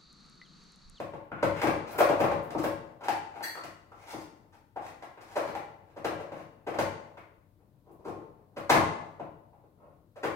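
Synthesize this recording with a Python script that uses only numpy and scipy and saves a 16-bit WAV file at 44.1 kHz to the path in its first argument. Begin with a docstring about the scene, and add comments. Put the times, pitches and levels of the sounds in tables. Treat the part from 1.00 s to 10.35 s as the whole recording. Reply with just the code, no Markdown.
"""A quick clatter of tubs, cartons and bottles is heard first, then sparser knocks and short scrapes over a faint hum:
someone rearranges an open refrigerator a few metres away across a hard-walled kitchen.
Knocks and slides are bursts of tiny impacts filtered by container, plastic shelf and cabinet resonances.
Two glass jars clink through damped modes, thin plastic snaps, and stuck plastic squeaks on a rising note.
Most of the sound arrives by way of the room's reverberation; compressor lines and low room noise lie beneath."""
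import sys
import numpy as np
from scipy import signal
from scipy.fft import rfft, irfft, next_fast_len
from scipy.io import wavfile
from scipy.ndimage import uniform_filter1d, map_coordinates

SR = 44100
rng = np.random.default_rng(int(sys.argv[2]) if len(sys.argv) > 2 else 0)


def persist_wave(psi):
    """Save psi, clipped to +-1, as 16-bit WAV."""
    counts = np.round(np.clip(psi, -1, 1) * 32767).astype(np.int16)
    wavfile.write(sys.argv[1], SR, np.atleast_2d(counts).T)


N = 412335
BLOCK = 16384   # samples in one contact's filter


def knocks(graze_share=.4):
    """Impact excitation: each container grazes, then lands with its own force and hardness."""
    # containers set down or bumped: [t/s, container, force/dB, hardness/dB, settling/s]
    impacts = [ (.001, "tub", 7.5, 1, 0.0022), (0.135, "tub", 2.5, -7, 0.0039),
               (.316, "tray", 5.5, -8, 0.0037), (0.427, "tub", 20, 0.5, 0.0044),
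               (.616, "rack", 11.5, 12, .003), (.632, "carton", 18.5, 5, 0.005), (.670, "tub", 18, 2, .002),
               (.984, "bottle", 17, 11.5, 0.0072), (1.004, "punnet", 24, -1.5, .005),
               (1.087, "carton", 15.5, 7, 0.0071), (1.101, "punnet", 17.5, -11.5, 0.006),
               (1.202, "tub", 19, 1, 0.0064), (1.237, "tub", 18, -4.5, 0.0063),
               (1.313, "tub", 13.5, -2.5, 0.0042), (1.505, "box", 3, 7.5, 0.0024),
               (1.549, "carton", 15, -21, 0.0031), (1.581, "carton", 8, 15, 0.0078),
               (1.639, "tub", 14, 5, .004), (1.656, "carton", 7.5, -16, 0.0029),
               (2.008, "jar", -2.5, -3.5, 0.0078), (2.034, "jar", 3.5, 5.5, 0.012),
               (2.083, "jar", 14.5, 5, .0016), (2.407, "jar", 4, -8, 0.0017),
               (2.552, "lid", -1, 5, 0.00282), (2.573, "lid", 0, 0, 0.0035), (2.637, "box", 1, 12.5, .002),
               (2.917, "lid", -7.5, -4.5, .005), (3.134, "carton", 5.5, -1, 0.0063),
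               (3.525, "jar", -15.5, 8.5, 0.016), (3.761, "jar", 7, -13, 0.0085),
               (4.023, "jar", -1.5, 2, 0.0053), (4.174, "rack", -4, -7.5, 0.0046),
               (4.208, "box", -8.5, 14, 0.0099), (4.358, "punnet", 16.5, -0.5, .011),
               (4.551, "jar", 7.5, -0.5, 0.00216), (4.965, "tub", 2, -0.5, .011),
               (5.045, "bottle", 14, 10.5, 0.0053), (5.118, "tub", 5, -14, 0.0034),
               (5.197, "punnet", 3, -3.5, 0.0061), (5.319, "tub", 3.5, -2, 0.0049),
               (5.668, "bottle", 11, 3.5, 0.01), (5.739, "box", 7.5, -1.5, 0.0058),
               (5.787, "tub", 16.5, 9, 0.0047), (6.172, "rack", -3.5, 0.5, 0.0059),
               (7.049, "pouch", 5, 1.5, 0.016), (7.081, "pouch", 5, 0, 0.0047),
               (7.566, "tub", 7, 3.5, 0.011), (7.696, "pot", 25, -10, 0.0068),
               (7.743, "box", 24.5, -1, .01), (8.197, "box", 7.5, -13, .007),
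               (8.53, "jar", -17, -20.5, .005), (8.637, "bottle", -15.5, -24.5, 0.0044),
               (9.159, "punnet", -3.5, -1, 0.0099), (9.233, "bottle", 15.5, 7.5, 0.012)]
    out = np.zeros(N)
    for s, container, force_db, hardness_db, settling in impacts:
        sound = contact(chatter(settling), container, force_db, hardness_db)
        add(out, s - graze_share * settling, sound)
    return out


def slides(slips_per_s=900, uneven_db=5):
    """Stick-slip friction: dense random clicks swell and fade as a container is pushed along."""
    # containers dragged along a shelf: [middle t/s, container, force/dB, hardness/dB, length/s]
    drags = [ (.386, "tray", -2, -1.5, 0.12), (.582, "rack", 6, 8, 0.094), (.897, "tub", -1.5, 14.5, 0.075),
             (.956, "box", 8, -1, 0.085), (1.35, "tub", 4, -9, 0.079), (2.37, "jar", -0.5, -1, 0.087),
             (3.02, "jar", -8.5, 9, 0.17), (3.105, "jar", -3, 17.5, 0.088),
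             (3.199, "carton", -9.5, 26.5, 0.096), (3.858, "jar", -1, 7.5, .12),
             (4.323, "jar", -5.5, 10.5, 0.14), (4.471, "tub", 6.5, 4.5, .09), (4.883, "box", -14, 3, 0.13),
             (5.386, "tub", -1.5, 4, 0.1), (6.902, "pouch", -8.5, -8, .13),
             (7.001, "pouch", -12.5, -3, .13), (7.171, "pouch", -2, -9.5, .13),
             (8.84, "tub", -10, -17, 0.15)]
    out = np.zeros(N)
    for s, container, force_db, hardness_db, length in drags:
        size = int(length * SR)
        slips = rng.random(BLOCK) < slips_per_s / SR
        strength = rng.choice([-1, 1], BLOCK) * from_db(uneven_db * rng.standard_normal(BLOCK))
        clicks = (slips * strength)[:size]
        force = unit_energy(clicks * np.sqrt(np.hanning(size)))
        add(out, s - size / SR / 2, contact(force, container, force_db, hardness_db))
    return out


def nudges(count=44, force_db=-23, spread_db=2.0, hardness_db=-12, settling=0.028):
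    """Weak, soft impacts: all the while the searching hand brushes against one container or another."""
    out = np.zeros(N)
    for k in range(count):
        s = (k + rng.random()) / count * (N - 1) / SR   # somewhere in the k-th equal slot
        container = rng.choice(["carton", "bottle", "box"])
        nudge_db = force_db + spread_db * rng.standard_normal()
        add(out, s, contact(chatter(settling), container, nudge_db, hardness_db))
    return out


def chatter(settling, uneven_db=5):
    """Broadband excitation: a quick flurry of uneven tiny impacts that excites all pitches alike."""
    age = np.arange(BLOCK // 2) / SR / settling
    swell = age * np.exp(-age)
    flurry = rng.standard_normal(len(age)) * from_db(uneven_db * rng.standard_normal(len(age)))
    for _ in range(2):   # shape in time, then flatten the spectrum
        spectrum = rfft(flurry * swell, BLOCK)
        flurry = irfft(spectrum / np.abs(spectrum))[:len(age)]
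    return unit_energy(flurry * swell ** .25)


def contact(force, container, force_db, hardness_db):
    """Source-filter principle: a container has its own thud and hollow note; hardness adds clack and tick."""
    # what is handled, by name: [hollow note f/Hz, note over the rest/dB, thud/dB, clack/dB, tick/dB]
    containers = { "carton": (316.5, 8, -1.5, -14.5, -37), "tray": (1450, 8, 5, -4.5, -37),
                  "pouch": (403.5, 10.5, -1, -17.5, -33), "bottle": (437.5, 9, -5.5, -9.5, -35.5),
                  "tub": (557.5, 9, 0.5, -9.5, -31), "box": (699, 6.5, -1, -9.5, -30.5),
                  "jar": (806, 8.5, -9, -6.5, -26.5), "punnet": (590, 10, -15, -9, -27.5),
                  "pot": (960, 8.5, -1.5, 1, -9.5), "lid": (1323.5, 12.5, -18.5, -9.5, -27),
                  "rack": (2150, 4.5, -12, -5, -31.5)}
    # colour of a contact on plastic shelving: [f/Hz, level/dB]
    shelf_colour = [(30, -18.5), (60, -9), (100, -4.5), (170, -1.5), (280, -3), (600, 0.5), (1000, -1),
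                    (1500, 1), (2400, -5.5), (3200, -7), (5000, 3), (8000, -3), (13000, -7.5),
                    (16000, -9.5)]
    note_hz, note_db, thud_db, clack_db, tick_db = containers[container]
    clack_db = clack_db + 0.45 * hardness_db   # the clack takes a share of the hardness
    tick_db = tick_db + hardness_db            # the tick takes all of it
    hz = np.fft.rfftfreq(BLOCK, 1 / SR)
    tone = [(190, thud_db), (380, 0.012), (950, 0.017), (1700, clack_db), (2700, clack_db), (5000, tick_db)]
    note_width_hz = 55.5 + 0.07 * note_hz
    detuning = 2 * (hz - note_hz) / note_width_hz
    hollow_db = 10 * np.log10(1 + (from_db(note_db) ** 2 - 1) / (1 + detuning ** 2))
    level_db = force_db + at_hz(tone, hz) + at_hz(shelf_colour, hz) + hollow_db + wall_modes(hz)
    return coloured(force, level_db)


def wall_modes(hz, spacing_hz=90):
    """Modal scatter: random peaks and dips in dB above 450 Hz for the walls' damped resonances."""
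    depth_db = at_hz([(450, 0), (900, 3), (4000, 2.5), (9000, 1.5)], hz)
    return depth_db * map_coordinates(rng.standard_normal(BLOCK), [hz / spacing_hz], order=1)


def cabinet(force, ring_db=2):
    """Sympathetic resonance: every contact also sets the shelves and the cabinet ringing."""
    # resonances of cabinet, shelves and racks: [f/Hz, width/Hz, level before ring_db/dB]
    cabinet_modes = [(100.3, 2.4, 9.5), (152, 25, -3), (264, 3, -2.5), (316, 23, 3.5), (452.7, 6.6, -2.5),
                     (563.7, 6.6, 0.5), (700, 13, -3), (815, 29, -9), (890, 11, -9), (1083, 25, -3),
                     (1204, 21, -6), (1560, 2.2, -10.5), (2040, 95, -11.5), (2270, 22, -3), (2473, 5.7, -5)]
    return force + from_db(ring_db) * resonate(force, cabinet_modes)


def clinks():
    """Modal ringing: jars grate in short flurries; their contents damp all but one glass mode."""
    # jar grating against jar: [t/s, force/dB, settling/s]
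    gratings = [(2.424, 0, 0.0097), (2.445, -13, 0.003), (2.485, -16, 0.01)]
    # ring of the glass: [f/Hz, width/Hz, level/dB]
    glass_modes = [(1650, 28, 12), (1790, 57, 13), (1870, 94, 17), (2700, 74, 0), (3350, 59, 3),
                   (4160, 210, 4), (4430, 4.5, 17), (4490, 53, 15.5), (5850, 300, -1.5), (6260, 26, 5),
                   (7580, 940, -4.5), (8200, 54, 1), (9230, 96, 1), (10800, 1100, -7.5), (11900, 670, -3),
                   (14400, 1000, -14)]
    return resonate(flurries(gratings), glass_modes)


def snaps(edge_hz=10000):
    """High-pass radiation: flexing film and thin tub walls crackle only at the very top of the treble."""
    # thin plastic snapping under the fingers: [t/s, force before the high-pass/dB, settling/s]
    flexings = [(0.424, -29, 0.0036), (0.617, -17.5, 0.0075), (0.905, -16.5, 0.009), (0.979, -2, 0.0037),
                (1.194, -15.5, 0.0031), (1.427, -26, 0.0023), (1.634, -12, 0.0012), (6.91, -36, 0.0072)]
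    high_pass = signal.butter(2, edge_hz, "high", fs=SR, output="sos")
    return signal.sosfilt(high_pass, flurries(flexings) + 1e-18)


def squeaks(width_hz=260, rise=1.25):
    """Frictional oscillation: sticking plastic gives a rough note that rises as the pull speeds up."""
    # plastic pulled free of a rack: [start t/s, length/s, first pitch f/Hz, force/dB]
    pulls = [(0.552, 0.065, 2350, -18), (2.935, 0.17, 1950, -26.5)]
    out = np.zeros(N)
    low_pass = signal.butter(2, width_hz / 2, fs=SR, output="sos")
    for s, length, hz, force_db in pulls:
        size = int(length * SR)
        phase = 2 * np.pi * np.cumsum(np.linspace(hz, rise * hz, size)) / SR
        grip = signal.sosfilt(low_pass, rng.standard_normal(BLOCK))[-size:]   # slow noise roughens the note
        squeak = unit_energy(grip * np.sin(phase) * np.sqrt(np.hanning(size)))
        add(out, s, from_db(force_db) * squeak)
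    return out


def kitchen(x, early_t60=0.29, build_s=0.0029, build_cycles=0.37, right_db=-1, lag_s=0.00013):
    """Room impulse response: direct sound from the left, early reflections off counter and cupboards, tail."""
    # reverberation time: [f/Hz, t60/s]
    room_t60 = [(60, 0.65), (150, .75), (300, 0.77), (700, 0.91), (1500, 0.65), (2500, 0.65), (5000, 0.58),
                (8000, 0.6), (14000, 0.15)]
    # early reflections over the start of the tail: [f/Hz, level/dB]
    early_colour = [(100, -8), (250, 6), (600, 10.5), (2000, 0.5), (6000, 4), (13000, 6.5)]
    # direct sound re the whole reverberation, before evening: [f/Hz, level/dB]
    direct_colour = [(100, -14.5), (300, -12), (700, -5), (2500, -7.5), (7000, -5), (13000, -11.5)]
    t, response = np.arange(SR) / SR, 0
    for hz, band in diffuse_bands(SR):
        tail = from_db(-60 * t / at_hz(room_t60, hz))
        early = from_db(at_hz(early_colour, hz) - 60 * t / early_t60)
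        build = 1 - np.exp(-t / (build_s + build_cycles / hz))   # low notes fill the room more slowly
        response = response + band * unit_energy(np.hypot(tail, early) * build)
    response = unit_energy(response)
    direct = coloured(np.ones(1), at_hz(direct_colour, np.fft.rfftfreq(BLOCK, 1 / SR)))
    add(response[0], 0, direct)
    add(response[1], lag_s, from_db(right_db) * direct)
    return signal.oaconvolve(x[None], evened(response), axes=1)[:, :N]


def evened(response, width_bins=50):
    """Spectral smoothing: level out a stereo response's broad humps, keep its fine resonances."""
    spectrum = rfft(response, 2 * SR)   # bins 0.5 Hz apart
    power = uniform_filter1d(np.mean(np.abs(spectrum) ** 2, axis=0), width_bins)
    return irfft(spectrum / np.sqrt(power + 1e-12))[:, :SR]


def diffuse_bands(size):
    """Diffuse-field coherence: half-octave bands of partly alike stereo noise, as (Hz, band)."""
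    # likeness of the two channels, clipped to +-0.99: [f/Hz, correlation -1..1]
    likeness = [(60, 1), (150, 0.94), (300, 0.84), (550, 0.66), (1000, 0), (2000, 0), (5000, 0.037),
                (14000, 0)]
    # left minus right: [f/Hz, level/dB]
    lean = [(50, 13.5), (130, 9.5), (260, 5), (550, 6.5), (1000, 2), (2000, 6.5), (4000, 2), (14000, 1.9)]
    hz = np.fft.rfftfreq(size, 1 / SR)
    mid, side = rfft(rng.standard_normal((2, size)))
    alike = np.clip(at_hz(likeness, hz), -.99, .99)
    sign = np.array([[1], [-1]])   # left, right
    field = (np.sqrt(1 + alike) * mid + sign * np.sqrt(1 - alike) * side) / np.sqrt(2)
    field = field * from_db(sign * at_hz(lean, hz) / 2)
    centres = 22 * 2 ** (np.arange(20) / 2)
    for centre, one_band in zip(centres, np.eye(len(centres))):
        yield centre, irfft(field * at_hz(np.c_[centres, one_band], hz), size)


def background(air_db=-63.5, hum_lean_db=3):
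    """Stationary noise and steady sinusoids: low room noise and the lines of the compressor."""
    # spectral shape of the still kitchen, whose rms is then set to air_db: [f/Hz, relative level/dB]
    air_colour = [(22, -43.5), (32, -25.5), (46, -6.5), (66, -16), (95, -3.5), (130, -5.5), (180, -11.5),
                  (330, -14), (620, -30), (1100, -34), (1700, -39.5), (2500, -45), (3500, -39.5),
                  (6500, -48.5), (15000, -40)]
    # compressor: [f/Hz, rms level before the lean to the left/dB]
    hum_lines = [(97, -74.5), (296, -78), (501, -89), (603, -87.5)]
    bands = diffuse_bands(next_fast_len(N, True))
    air = sum(from_db(at_hz(air_colour, hz)) * band for hz, band in bands)[:, :N]
    t, hum = np.arange(N) / SR, np.zeros(N)
    for hz, db in hum_lines:
        hum += np.sqrt(2) * from_db(db) * np.sin(2 * np.pi * (hz * t + rng.random()))
    return from_db(air_db) * air / np.std(air) + hum * from_db([[hum_lean_db], [-hum_lean_db]])


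def flurries(events):
    """Superposition: one chatter for each (s, force dB, settling s) on a single force track."""
    force = np.zeros(N)
    for s, force_db, settling in events:
        add(force, s, from_db(force_db) * chatter(settling))
    return force


def resonate(force, modes):
    """Modal synthesis: parallel two-pole resonances, each with the given level at its top."""
    out = np.zeros(N)
    for hz, width, db in modes:
        r = np.exp(-np.pi * width / SR)   # pole radius from the bandwidth
        poles = [1, -2 * r * np.cos(2 * np.pi * hz / SR), r * r]
        ring = signal.lfilter([1, 0, -1], poles, force + 1e-18)
        out += from_db(db) * (1 - r * r) / 2 * ring
    return out


def coloured(x, db):
    """Minimum-phase filtering: a causal filter with the given level at each frequency of a block."""
    cepstrum = irfft(np.log(from_db(db)))
    cepstrum[1:BLOCK // 2] *= 2   # fold the cepstrum onto positive time
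    return irfft(rfft(x, BLOCK) * np.exp(rfft(cepstrum[:BLOCK // 2], BLOCK)))


def from_db(db):
    """Level to amplitude ratio: decibels to gain."""
    return 10 ** (np.asarray(db) / 20)


def unit_energy(x):
    """Energy normalisation: the squares of each channel add up to about one."""
    return x / np.sqrt(np.mean(np.sum(x ** 2, axis=-1)) + 1e-20)


def at_hz(points, hz):
    """Logarithmic pitch axis: read a (Hz, value) table by log frequency."""
    points = np.array(points)
    return np.interp(np.log(np.maximum(hz, 1)), np.log(points[:, 0]), points[:, 1])


def add(track, s, sound):
    """Linear superposition: mix a sound into the track from time s on."""
    start = max(round(s * SR), 0)
    track[start:start + len(sound)] += sound[:N - start]


def scene():
    """Superposition of sources: the refrigerator's clatter in the kitchen, over the background."""
    handling = cabinet(knocks() + slides() + nudges())
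    return kitchen(handling + squeaks() + clinks() + snaps()) + background()


def record(dry):
    """Band limiting: an elliptic low-pass cuts the top steeply."""
    return signal.sosfilt(signal.ellip(12, .2, 80, 15850, fs=SR, output="sos"), dry)   # cutoff in Hz


dry = scene()
out = record(dry)
persist_wave(out)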